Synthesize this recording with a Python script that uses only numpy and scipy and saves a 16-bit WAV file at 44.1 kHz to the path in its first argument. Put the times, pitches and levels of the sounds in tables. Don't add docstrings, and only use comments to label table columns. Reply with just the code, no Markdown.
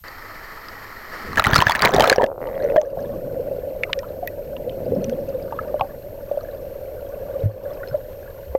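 import sys
import numpy as np
from scipy import signal
from scipy.fft import rfft, irfft
from scipy.io import wavfile
from scipy.ndimage import uniform_filter1d, minimum_filter1d

SR = 44100
rng = np.random.default_rng(int(sys.argv[2]) if len(sys.argv) > 2 else 0)


def store_pcm(level_fs):
    pcm = np.round(np.clip(level_fs, -1, 1) * 32767).astype(np.int16)
    wavfile.write(sys.argv[1], SR, np.atleast_2d(pcm).T)


N = 378378
TIME = np.arange(N) / SR
SHORT = np.arange(6000) / SR

# frequency in Hz, relative strength in dB.
OUTFLOW_TONE = [(20, 5.5), (60, -17), (250, -6), (750, -9.5), (1300, -1), (1550, -8), (1850, 1),
                (2400, -14), (2800, -21), (3100, -18), (3500, -25), (4300, -15.5), (5500, -20),
                (6200, -28.5), (7000, -26.5), (9000, -33.5), (16000, -32)]
RUMBLE_TONE = [(8.8, -30), (15, 6), (54, 0), (107, 0.5), (151, -15.5), (200, -16.5), (260, -48.5),
               (440, -120)]
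HEAVE_TONE = [(12, -32), (20, -7), (128, -7), (248, -9), (278, -10.5), (344, -12.5), (400, -8.5),
              (520, -16), (880, -120)]
CLATTER_TONE = [(120, -43), (200, -2.5), (340, -17), (401, -39), (440, -20.5), (579, 1.5), (806, 3),
                (867, 1.5), (1480, -12), (1710, 3.5), (2750, -25.5), (4120, -35.5), (7410, -44),
                (15100, -41), (16000, -22.5)]
SPRAY_CRACK_TONE = [(500, 7), (3000, -3), (6000, 1), (10000, 0), (15000, -1)]
BOOM_TONE = [(150, -39), (300, -17), (400, -7.5), (480, -2), (550, 9), (630, -3), (720, -13), (900, -26.5),
             (1300, -53), (2500, -85.5)]
FIZZ_TONE = [(600, 9), (1050, -2.5), (1250, -7.5), (1480, -0.5), (1800, -5.5), (2300, -8), (3000, -10.5),
             (3700, -18), (4300, -11.5), (4900, -18.5), (5600, -16.5), (7000, -25), (14000, -26)]
KNOCK_TONE = [(200, -14), (550, 6.5), (1050, -8.5), (1400, -12), (2000, -41), (8000, -51)]

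# start in seconds, ping level in dB, ping pitch
# in Hz, ping ring time in seconds, low note level in dB, low note pitch in Hz, crack level in dB.
BUBBLE_TICKS = [(0.082, -27, 4500, .027, -48, 1820, -62), (.685, -25, 4840, 0.015, -40, 1280, -60),
                (2.472, -36.5, 2950, 0.021, -33.5, 895, -38), (2.624, -34, 4180, .022, -48, 1880, -50),
                (2.641, -34, 5830, .02, -50, 1930, -60), (2.699, -26.5, 2500, 0.019, -52, 970, -47),
                (2.815, -22, 5930, 0.01, -28.5, 826, -29.5), (3.835, -5.5, 2180, 0.019, -30.5, 2010, -27.5),
                (3.895, -52, 2090, .02, -34.5, 975, -65), (3.931, 2.5, 2890, 0.0074, -40, 1790, -42),
                (3.99, -24.5, 5400, 0.011, -41, 1840, -36), (4.031, -41, 3000, 0.018, -37.5, 970, -70),
                (4.275, -16.5, 12400, 0.0047, -30.5, 1910, -29.5),
                (4.566, -24.5, 2740, 0.016, -45, 970, -52), (4.695, -28.5, 3050, 0.02, -61, 836, -71),
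                (5.043, -20, 5830, 0.0097, -51, 2420, -36), (5.096, -31, 6200, .0096, -47, 1490, -32.5),
                (5.289, -39, 6200, 0.013, -59, 1390, -65), (5.524, -39, 2800, .017, -27, 895, -60),
                (5.589, -50, 1900, 0.039, -24.5, 1276, -68), (5.795, -29, 3160, .016, -31, 1000, -60),
                (5.81, -12, 2540, 0.0082, -15, 817, -59), (6.409, -39.5, 4180, 0.013, -45, 1220, -70),
                (7.832, -52, 2030, .02, -33.5, 1454, -72), (7.875, -30.5, 4180, 0.015, -59, 1410, -58),
                (7.885, -34, 5150, 0.051, -60, 1390, -48), (8.552, -32.5, 2000, 0.056, -30.5, 860, -61)]
# start in seconds, length in seconds, splatter level in dB, heave level in dB.
SLOSHING_WAVES = [(1.25, 0.13, -64, -36), (1.381, 0.017, -22, -25.5), (1.465, 0.16, -20, -21),
                  (1.667, 0.15, -25, -35), (1.829, 0.037, -13, -22), (1.932, 0.091, -22.5, -19.5),
                  (2.031, 0.089, -22, -49), (2.189, 0.054, -44.5, -36.5)]
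# start in seconds, level in dB, air pocket pitch in Hz,
# spray level in dB, droplet pitch in Hz.
WATER_SLAPS = [(1.331, -25, 1160, -40, 4000), (1.358, -24, 1900, -32.5, 2480), (1.373, -7, 1680, -27, 2920),
               (1.379, -7.5, 1630, -42, 2550), (1.396, 0.5, 1300, -12.5, 3900),
               (1.422, -10, 1200, -27, 2520), (1.441, -7.5, 1740, -16, 3020),
               (1.448, -2, 1890, -19.5, 3760), (1.457, -10.5, 1120, -18, 3970),
               (1.468, 2, 1320, -16.5, 3050), (1.533, 0, 1630, -14.5, 3300), (1.543, -19, 1640, -12, 4660),
               (1.554, -16, 1840, -13, 4650), (1.559, 9, 1282, -5.5, 4310), (1.564, -7, 1280, -9.5, 5080),
               (1.581, -19, 1800, -13, 4230), (1.589, -3.5, 1090, -16, 4360),
               (1.604, -10, 1680, -13.5, 3000), (1.616, -4.5, 1765, -17.5, 2520),
               (1.622, 4, 974, -13, 3170), (1.668, 4.5, 1645, -24, 2520), (1.683, -16, 1690, -21, 3400),
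               (1.696, -1, 884, -11, 3400), (1.709, -6, 1090, -19, 3300), (1.72, -6, 1820, -17, 4460),
               (1.751, -2.5, 1680, -18, 2800), (1.757, -25, 1270, -17.5, 2540),
               (1.793, -11, 1230, -18, 3870), (1.821, -12, 960, -9.5, 4590), (1.84, -4.5, 1030, -23, 2480),
               (1.85, -4.5, 477, -8, 3960), (1.856, -4, 845, -7.5, 2340), (1.892, -6, 670, -37, 2520),
               (1.907, -16, 377, -28, 6000), (1.938, -3, 463, -17.5, 3500), (1.945, -2.5, 400, -18, 5600),
               (1.963, -7, 710, -17.5, 3720), (1.983, 1, 633, -32, 3200), (1.997, 3, 560, -11, 2650),
               (2.006, 5, 824, -4.5, 3100), (2.022, -18, 600, -12, 3070), (2.041, 1, 1243, -13, 2350),
               (2.056, -5, 605, -22.5, 4120), (2.075, -3, 514, -13.5, 3440), (2.085, -10.5, 527, -34, 2900),
               (2.098, 1, 1640, -4.5, 4150), (2.118, 2, 495, -18, 2290), (2.127, 2.5, 1580, -18, 4600),
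               (2.16, -9, 714, -23, 5600), (2.182, 2.5, 492, -35, 2760), (2.211, -3, 566, -40, 2480),
               (2.22, -6.5, 852, -29.5, 3180), (2.232, -1.5, 490, -38, 3040), (2.24, 1, 586, -22.5, 3200),
               (2.263, -34, 535, -34, 2730), (2.761, -1.5, 602, -40, 2910), (2.767, -10, 610, -33, 3270)]
# start in seconds, level in dB, pitch in Hz, ring time in seconds.
CASE_BUMPS = [(1.47, -4.5, 124, 0.022), (1.531, -2.5, 128, 0.033), (1.586, 0, 127, 0.021),
              (1.666, -6.5, 123, 0.029), (4.907, -26.5, 111, 0.086), (4.97, -19, 193, .15),
              (5.072, -22, 231, 0.26), (5.811, -26.5, 113, 0.06), (7.437, -13, 102, 0.087),
              (7.457, -9, 106, 0.17), (7.916, -26.5, 129, 0.091), (8.496, -27, 66.7, 0.31)]
# start in seconds, level in dB, pitch in Hz, swell in seconds.
BIG_BUBBLES = [(2.196, -7, 954, .0037), (2.644, -10, 556, 0.0073), (2.774, 4, 612, 0.0078),
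               (2.971, -17.5, 666, 0.0022), (3.393, -16, 476, .0031), (3.973, -17, 526, .006),
               (4.226, -19, 712, 0.0057), (4.673, -15, 524, .0043), (4.864, -16.5, 510, 0.0028),
               (4.92, -11, 470, 0.002), (4.931, -16.5, 511, 0.012), (4.961, -14.5, 556, .004),
               (5.124, -12, 511, 0.0026), (5.343, -15.5, 510, 0.011), (5.742, -10, 596, 0.0014),
               (5.809, -9, 772, 0.003), (6.313, -10, 572, 0.0028), (6.373, -12, 582, 0.0034),
               (7.348, -16.5, 542, 0.013), (7.655, -17.5, 565, 0.01), (7.942, -9.5, 589, 0.0068),
               (8.55, -4, 534, 0.0015)]
# time in seconds, boom level in dB, gurgle level in dB.
CLOUD_LEVELS = [(2.271, -19.5, -45), (2.42, -27, -41), (2.721, -15.5, -39.5), (2.9, -19, -42),
                (3.15, -26, -33.5), (3.47, -21.5, -39), (3.8, -25.5, -44), (4.15, -28, -45.5),
                (4.8, -25.5, -36), (4.94, -23.5, -25.5), (5.15, -22.5, -35), (5.55, -27.5, -41),
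                (5.76, -23.5, -43), (5.95, -32.5, -44.5), (6.5, -28, -50.5), (7.1, -28, -48),
                (7.42, -24, -44), (8.2, -32.5, -55), (8.58, -34, -54)]
# start in seconds, length in seconds, chirp level in dB, crackle level in dB.
RISING_TRICKLES = [(2.46, 0.47, -48, -63.5), (2.99, 0.16, -52, -63), (3.835, .26, -50.5, -71),
                   (4.845, 0.7, -61, -63.5), (5.483, 0.43, -49.5, -70), (6.21, 0.43, -55, -66.5),
                   (7.015, 0.65, -54.5, -68.5), (7.652, 0.333, -50, -65.5), (8.227, 0.079, -52.5, -64)]

LANDING_S, DIP_S = 1.345, 1.8


def amp(db):
    return 10 ** (np.asarray(db) / 20)


def evened(x):
    return x / np.sqrt(np.mean(x ** 2) + 1e-20)


def peaked(x):
    return x / (abs(x).max() + 1e-12)


def steadied(x, size):
    power = uniform_filter1d(uniform_filter1d(evened(x) ** 2, size), size)
    return evened(x) / np.sqrt(abs(power) + 1e-4)


def add(mix, start, sound):
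    part = mix[max(round(start * SR), 0):][:len(sound)]
    part += sound[:len(part)]


def gate(start, end, rise, fall):
    return np.exp(-np.maximum(start - TIME, 0) / rise - np.maximum(TIME - end, 0) / fall)


def decay(ring_s):
    return np.exp(-np.log(1000) * SHORT / ring_s)


def colour(x, tone):
    hz, db = np.transpose(tone)
    grid_hz = abs(np.fft.fftfreq(8192, 1 / SR))
    curve_db = np.interp(np.log(grid_hz + 1), np.log(hz + 1), np.maximum(db, -100))
    spectrum = np.exp(np.conj(signal.hilbert(np.log(amp(curve_db)))))
    response = np.fft.ifft(spectrum).real[:4096]
    return signal.oaconvolve(x, response)[:len(x)]


def wander(seconds):
    hz = np.fft.rfftfreq(N, 1 / SR)
    return evened(irfft(rfft(rng.standard_normal(N)) * np.exp(-(hz * seconds) ** 2), N))


def ring(hz, ring_s, rise, glide=0):
    ring_s = max(ring_s, 1e-3)
    pitch = hz * (1 + glide * np.minimum(SHORT / ring_s, 1))
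    note = np.sin(2 * np.pi * np.cumsum(pitch) / SR)
    return peaked(note * (1 - np.exp(-SHORT / rise)) * decay(ring_s))


def bubbles(low_hz, high_hz, per_s, cycles, spread_db, sizes=24):
    out = np.zeros(N)
    for hz in np.geomspace(low_hz, high_hz, sizes) * rng.uniform(0.872, 1.005, sizes):
        when, chance, softness = rng.random((3, 4000))
        born = chance < per_s * N / SR / sizes / len(when)
        strength = amp(-spread_db * np.log(0.019 + softness)) * rng.choice([-1, 1], len(when))
        births = np.bincount((when * N).astype(int), born * strength, N)
        out += signal.oaconvolve(births, ring(hz, cycles / hz, 0.5 / hz, glide=0.27))[:N] * np.sqrt(hz)
    return evened(out)


def stirring():
    times, boom_db, _ = np.transpose(CLOUD_LEVELS)
    usual_db = -26
    return np.interp(TIME, times, boom_db) - usual_db


def outflow():
    wash = rng.standard_normal(N) * amp(wander(0.028))
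    droplets = amp(-10) * bubbles(432, 6480, per_s=1400, cycles=43, spread_db=3)
    water = evened(colour(wash + droplets, OUTFLOW_TONE))
    push = np.clip((TIME - 1.093) / 0.034, 0, 1)
    return water * amp(-38 + 4.5 * push) * gate(0.039, LANDING_S, rise=0.00069, fall=0.091)


def rumble():
    afloat_db, stirred_db = -49.5, -41 + 0.15 * stirring()
    landed = np.clip((TIME - LANDING_S) / 0.098, 0, 1)
    push_db = (1 - landed) * afloat_db + landed * stirred_db
    out = steadied(colour(rng.standard_normal(N), RUMBLE_TONE), size=9000) * amp(push_db)
    for start, db, hz, ring_s in CASE_BUMPS:
        add(out, start, amp(db) * ring(hz, ring_s, rise=0.0025))
    return out


def electronics():
    whine_hz, flips_per_s = 13300, 82.2
    flips = np.sign(np.sin(np.pi * flips_per_s * TIME))
    whine = np.sqrt(2) * np.sin(2 * np.pi * whine_hz * TIME) * flips
    return amp(-54.5) * whine + amp(-60) * rng.standard_normal(N)


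def snap(ring_s):
    burst = rng.standard_normal(len(SHORT)) * decay(ring_s)
    return peaked(colour(burst, [(500, -23.5), (2000, 20.5), (5000, 7.5), (7500, 0), (15000, -3.5)]))


def ticks():
    out = np.zeros(N)
    for start, db, hz, ring_s, low_db, low_hz, crack_db in BUBBLE_TICKS:
        ping = ring(hz, ring_s, rise=0.00033, glide=0.099)
        rattle = signal.oaconvolve(snap(0.011), ring(hz * 1.134, 6 / hz, rise=0.0001))
        burst = amp(db - 6.5) * (ping + peaked(rattle[:len(SHORT)]))
        pocket = amp(low_db + 8) * ring(low_hz, 0.032, rise=0.00088, glide=0.06)
        twin = amp(low_db - 2) * ring(low_hz * 1.3, 0.03, rise=0.0007, glide=0.1)
        add(out, start, burst + pocket + amp(crack_db + 7) * snap(0.004))
        add(out, start + 0.002, twin)
    return out


def waves():
    foam_tone = [(250, -33), (500, 1.5), (1000, 19.5), (1700, 18.5), (2400, -2), (3200, -42), (8000, -56.5)]
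    foam = evened(colour(rng.standard_normal(N), foam_tone))
    splatter = steadied(foam + bubbles(590, 2240, per_s=1300, cycles=8.5, spread_db=7.5), size=1500)
    drops = rng.standard_normal(N) * (rng.random(N) < 1400 / SR)
    drops *= amp(9.9 * np.minimum(rng.exponential(1, N), 4))
    patter = evened(colour(drops, [(800, -2), (2500, 7), (4300, 9.5), (7000, -25), (15000, 6.5)]))
    plinks = amp(-6) * bubbles(2600, 7500, per_s=810, cycles=36, spread_db=3.5)
    spray = steadied(patter + plinks, size=1500)
    heave = evened(colour(rng.standard_normal(N), HEAVE_TONE))
    gulp = steadied(bubbles(402, 967, per_s=420, cycles=36, spread_db=-1), size=1200)
    wet = amp(-1) * splatter + amp(-12.5) * spray
    out = np.zeros(N)
    for start, length, splatter_db, heave_db in SLOSHING_WAVES:
        wave = amp(splatter_db) * wet + amp(heave_db - 3.5) * heave + amp(-20) * (start > DIP_S) * gulp
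        out += wave * gate(start, start + length, rise=0.0066, fall=0.026)
    return out


def slaps():
    out = np.zeros(N)
    for start, db, pocket_hz, spray_db, drop_hz in WATER_SLAPS:
        strike = rng.standard_normal(len(SHORT)) * decay(0.024)
        clatter = amp(-11.5) * peaked(colour(strike, CLATTER_TONE))
        pocket = amp(-3) * ring(pocket_hz, 0.014 + 9 / pocket_hz, rise=0.00031, glide=0.23)
        thud = amp(-36) * ring(132, 0.059, rise=0.0013)
        droplet = amp(1.5) * ring(drop_hz, 0.015, rise=0.00024, glide=0.047)
        crack = amp(6) * peaked(colour(snap(0.012), SPRAY_CRACK_TONE))
        add(out, start, amp(db) * (clatter + pocket + thud) + amp(spray_db) * (droplet + crack))
    return out


def glugs():
    out = np.zeros(N)
    for start, db, hz, swell_s in BIG_BUBBLES:
        age = SHORT / swell_s
        swell = age ** 2 * np.exp(2 * (1 - age))
        tail = amp(1.5) * (1 - np.exp(-age)) * np.exp(-SHORT / 0.014)
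        add(out, start, amp(db - 5) * (swell + tail) * np.sin(2 * np.pi * hz * SHORT))
    return out


def cloud():
    times, boom_db, gurgle_db = np.transpose(CLOUD_LEVELS)
    boom = evened(colour(rng.standard_normal(N) * amp(2.6 * wander(0.02)), BOOM_TONE))
    boom += amp(-6) * bubbles(466, 668, per_s=45, cycles=33, spread_db=2, sizes=8)
    boom = steadied(boom, size=4500) * amp(np.interp(TIME, times, boom_db) - 4.5)
    gurgle = bubbles(126, 430, per_s=260, cycles=9.9, spread_db=0, sizes=14)
    gurgle = steadied(gurgle, size=4000) * amp(np.interp(TIME, times, gurgle_db) - 1)
    pings = amp(-8) * bubbles(950, 6500, per_s=200, cycles=50, spread_db=3.4, sizes=36)
    fizz = evened(colour(rng.standard_normal(N) * amp(wander(0.026)) + pings, FIZZ_TONE))
    seconds_under = TIME - times[0]
    fizz_db = -49.5 + 0.36 * stirring() + 0.6 * seconds_under
    fizz *= amp(fizz_db) * np.clip(seconds_under / 0.15, 0, 1)
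    return (boom + gurgle) * gate(times[0], times[-1], rise=0.043, fall=0.043) + fizz


def flutter():
    start_s, bright_s, end_s = 2.28, 2.41, 2.72
    taps_per_s, fade_db_per_s = 74, 39.5
    tap_count = np.floor(np.cumsum(taps_per_s * np.maximum(1 + 0.3 * wander(0.006), 0)) / SR)
    force = amp(np.clip(5 * rng.standard_normal(N) - 1, -14, 4))
    taps = np.diff(tap_count, prepend=0) * force * gate(start_s, end_s, rise=0.0055, fall=0.0069)
    fading = amp(-14 - fade_db_per_s * np.maximum(TIME - start_s, 0))
    knock = peaked(colour(signal.unit_impulse(len(SHORT)), KNOCK_TONE))
    knocks = signal.oaconvolve(taps * fading, knock)
    bright = amp(-33.5) * signal.oaconvolve(taps * (TIME > bright_s), ring(1940, 0.0085, rise=0.00035))
    muffle = signal.butter(6, 2350, fs=SR, output="sos")
    return signal.sosfilt(muffle, (knocks + bright)[:N])


def trickles():
    chirps = steadied(bubbles(926, 1820, per_s=140, cycles=61, spread_db=5, sizes=16), size=9000)
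    crackle = steadied(bubbles(3180, 6480, per_s=130, cycles=79, spread_db=7.5, sizes=12), size=9000)
    out = np.zeros(N)
    for start, length, chirp_db, crackle_db in RISING_TRICKLES:
        trickle = amp(chirp_db) * chirps + amp(crackle_db) * crackle
        out += trickle * gate(start, start + length, rise=0.018, fall=0.025)
    return out


def scene():
    splash = amp(4) * (waves() + slaps())
    water = outflow() + splash + cloud() + rumble() + glugs() + ticks() + trickles() + flutter()
    return (water + electronics())[None]


def record(dry):
    bass = signal.sosfilt(signal.butter(2, 170, fs=SR, output="sos"), dry)
    loudness = abs(dry) + 2 * abs(bass)
    held_peak = -minimum_filter1d(-loudness, 6615, origin=3307)
    cut_db = np.clip(4 * (20 * np.log10(held_peak + 1e-9) + 4), 0, 6)
    smooth_cut_db = signal.lfilter([1 / 350], [1, 1 / 350 - 1], cut_db)
    lowered = dry * amp(-smooth_cut_db)
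    flattened = lowered / (1 + (lowered / 0.66) ** 6) ** (1 / 6)
    treble_cut = signal.firwin(511, 16100, window=("kaiser", 9), fs=SR)
    return signal.oaconvolve(flattened, treble_cut[None], "same")


dry = scene()
out = record(dry)
store_pcm(out)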